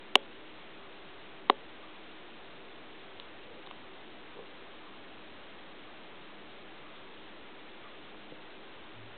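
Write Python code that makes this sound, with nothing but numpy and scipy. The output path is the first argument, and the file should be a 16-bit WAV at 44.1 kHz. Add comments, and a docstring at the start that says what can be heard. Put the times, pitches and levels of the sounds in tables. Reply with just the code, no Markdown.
"""A sharp click over gritty hiss in a quiet room, then a second click, light ticks and soft knocks.
Each blow rings the damped modes of a small hand-held camera's case; the hand also rubs it.
Behind: a brief low drone near the end, a very faint clock, appliance hum.
An 8-bit, 8 kHz converter turns the room tone, smaller than one step, into flat two-level hiss."""
import sys
import numpy as np
from scipy import signal
from scipy.fft import rfft, irfft
from scipy.io import wavfile

SR = 44100
rng = np.random.default_rng(int(sys.argv[2]) if len(sys.argv) > 2 else 0)


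def master(y):
    """Save y as 16-bit WAV."""
    cut = np.clip(np.atleast_2d(y).T, -1, 1)
    pcm = np.round(cut * 32767)  # scale
    wavfile.write(sys.argv[1], SR, pcm.astype(np.int16))


N = 404397

# case modes, heavily damped, then faint long ones: (frequency [Hz], relative level [dB], t60 [s])
CASE_MODES = [(249, -26.5, 0.023), (419, -17.5, 0.026), (591, -32, 0.059), (740, -16, 0.021),
              (1074, -4.5, 0.01), (1287, -16.5, 0.006), (1864, -5.5, 0.0039), (2281.5, -14.5, 0.0082),
              (2900, -1.8, 0.0063), (3794, -8, 0.0052), (249.7, -54.5, .4), (386.6, -47, .16),
              (440, -46, 0.22), (548, -44, 0.22), (865, -52, 0.28), (1417, -61.5, .2), (3295, -63.5, 0.42)]
# clicks and ticks: (time [s], strength [dB], hardness [dB/octave], node frequency [Hz], node dip [dB])
CASE_CLICKS = [(0.1551, 6, 1.5, 1350, -7), (1.4985, 5.1, 0, 2600, -17.5), (3.1989, -32.5, 10, 2530, -18),
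               (3.6642, -43, 13, 2900, -21), (3.6723, -28.5, 1.5, 2500, -19), (3.711, -20, -4.5, 405, -24)]
# fingertip knocks: (time [s], strength [dB])
FINGER_KNOCKS = [(3.831, -37), (4.349, -39.5), (4.371, -38), (4.39, -34), (4.4, -38), (4.425, -37),
                 (8.145, -38.5)]
# hand bumps and rubs: (mid time [s], length [s], level [dB], centre [Hz], width [Hz])
HAND_RUBS = [(3.55, 0.26, -53, 442, 251), (4.391, .12, -48, 460, 174), (8.326, .018, -43, 324, 248)]
# room tone and microphone hiss spectrum: (frequency [Hz], relative density [dB])
HISS_SPECTRUM = [(30, -19.5), (80, -14.5), (130, -4.5), (200, 2), (270, 5), (350, 7.5), (500, 4.5),
                 (700, 3), (1000, .5), (1600, -2), (2600, -3.5), (4000, -5.5), (5000, -29.5)]
# appliance hum: (frequency [Hz], level [dB])
HUM_LINES = [(202, -73.5), (312.2, -66.5), (387, -68)]


def strike(strength_db, hardness_db_per_octave, node_hz=0, dip_db=0):
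    """One blow rings the case: harder is brighter; modes with a node at the struck spot stay weak."""
    rise_s, pivot_hz, node_width_hz = .00058, 1000, 447
    t, ring = np.arange(SR // 2) / SR, 0
    for k, (hz, mode_db, t60_s) in enumerate(CASE_MODES):
        near_node = np.exp(-((hz - node_hz) / node_width_hz) ** 2)
        drive_db = strength_db + hardness_db_per_octave * np.log2(hz / pivot_hz) + dip_db * near_node
        polarity = (-1) ** k  # neighbouring modes move in opposite directions
        ring += polarity * amp(mode_db + drive_db) * decay(t, t60_s) * np.sin(2 * np.pi * hz * t)
    return ring * (1 - np.exp(-t / rise_s))


def clicks_and_knocks(low_cut_hz=150):
    """Hard and soft blows on the same case; the tiny microphone passes little bass."""
    blows = np.zeros(N)
    for time_s, *blow in CASE_CLICKS:
        add(blows, time_s, strike(*blow))
    for time_s, strength_db in FINGER_KNOCKS:
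        add(blows, time_s, strike(strength_db, hardness_db_per_octave=-7.5))
    low_cut = signal.butter(2, low_cut_hz, "highpass", fs=SR, output="sos")
    return signal.sosfilt(low_cut, blows)


def hand_rubs(t):
    """Soft skin shifting on the case excites only its low resonances."""
    rubs = np.zeros(N)
    for mid_s, length_s, level_db, centre_hz, width_hz in HAND_RUBS:
        swell = np.cos(np.pi * np.clip((t - mid_s) / length_s, -.5, .5)) ** 2
        rub = swell * resonant_noise(centre_hz, width_hz)
        rubs += amp(level_db) * rub * np.linalg.norm(swell) / np.linalg.norm(rub)
    return rubs


def drone(t, start_s=8.935, hz=109.2, rms_db=-56):
    """A brief low sine that swells, holds and dies away."""
    attack_s, hold_s, t60_s = .045, .07, .5
    age_s = t - start_s
    attack = np.clip(age_s / attack_s, 0, 1)
    release = decay(np.maximum(age_s - attack_s - hold_s, 0), t60_s)
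    return amp(rms_db) * attack * release * np.sqrt(2) * np.sin(2 * np.pi * hz * t)


def clock(t, start_s=.825, gain_db=-56.5, accent_db=5.5):
    """One distant tick a second, every third stronger, blurred by the room."""
    rise_s, t60_s = .017, .4
    beat, age_s = np.divmod(np.maximum(t - start_s, 0), 1)
    accented = beat % 3 == 1
    strength = amp(gain_db + accent_db * accented)
    envelope = (1 - np.exp(-age_s / rise_s)) * decay(age_s, t60_s)
    return strength * envelope * resonant_noise(centre_hz=1174, width_hz=260)


def appliance_hum():
    """Narrow noise bands, heard as slightly wavering hum lines."""
    return sum(amp(level_db) * resonant_noise(hz, width_hz=5) for hz, level_db in HUM_LINES)


def room_tone(rms_db=-54.5):
    """Steady room and microphone hiss with a broad low hump."""
    hz, density_db = np.transpose(HISS_SPECTRUM)
    return amp(rms_db) * noise(lambda f: amp(np.interp(np.log(f + 1), np.log(hz), density_db)))


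def resonant_noise(centre_hz, width_hz):
    """Unit-rms noise in one steep-sided resonance."""
    return noise(lambda f: 1 / (1 + (2 * (f - centre_hz) / width_hz) ** 2))


def noise(gain_at_hz):
    """Unit-rms noise with the given spectral shape."""
    spectrum = rfft(rng.standard_normal(N)) * gain_at_hz(np.fft.rfftfreq(N, 1 / SR))
    shaped = irfft(spectrum, N)
    return shaped / np.sqrt(np.mean(shaped ** 2) + 1e-20)


def decay(age_s, t60_s):
    """Exponential fall, 60 dB per t60_s."""
    return np.exp(-np.log(1000) * age_s / t60_s)


def amp(db):
    """Decibels to gain."""
    return 10 ** (np.asarray(db) / 20)


def add(mix, time_s, sound):
    """Mixes a sound in at time_s."""
    part = mix[round(time_s * SR):][:len(sound)]
    part += sound[:len(part)]


def scene():
    """All sources at one microphone."""
    t = np.arange(N) / SR
    return (room_tone() + appliance_hum() + clicks_and_knocks() + hand_rubs(t) + clock(t) + drone(t))[None]


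def record(dry):
    """8-bit conversion at 8 kHz, then back to the full rate."""
    rate_hz, band_limit_hz = 8000, 16700
    step, full_scale = .00555, .72
    slow = signal.resample_poly(dry[0], rate_hz, SR)
    # rounding down flips quiet sound between two neighbouring steps
    quantised = np.clip(step * np.floor(slow / step), -full_scale, full_scale)
    smoothing = signal.firwin(14113, rate_hz / 2, window=("kaiser", 9), fs=np.lcm(SR, rate_hz))
    smooth = signal.resample_poly(quantised, SR, rate_hz, window=smoothing)[:N]
    # overshoot between samples is cut flat: a bright edge on the hardest click
    limited = np.clip(smooth, -full_scale, full_scale)
    low_pass = signal.firwin(511, band_limit_hz, window=("kaiser", 9), fs=SR)
    return signal.oaconvolve(limited, low_pass, "same")[None]


dry = scene()
out = record(dry)
master(out)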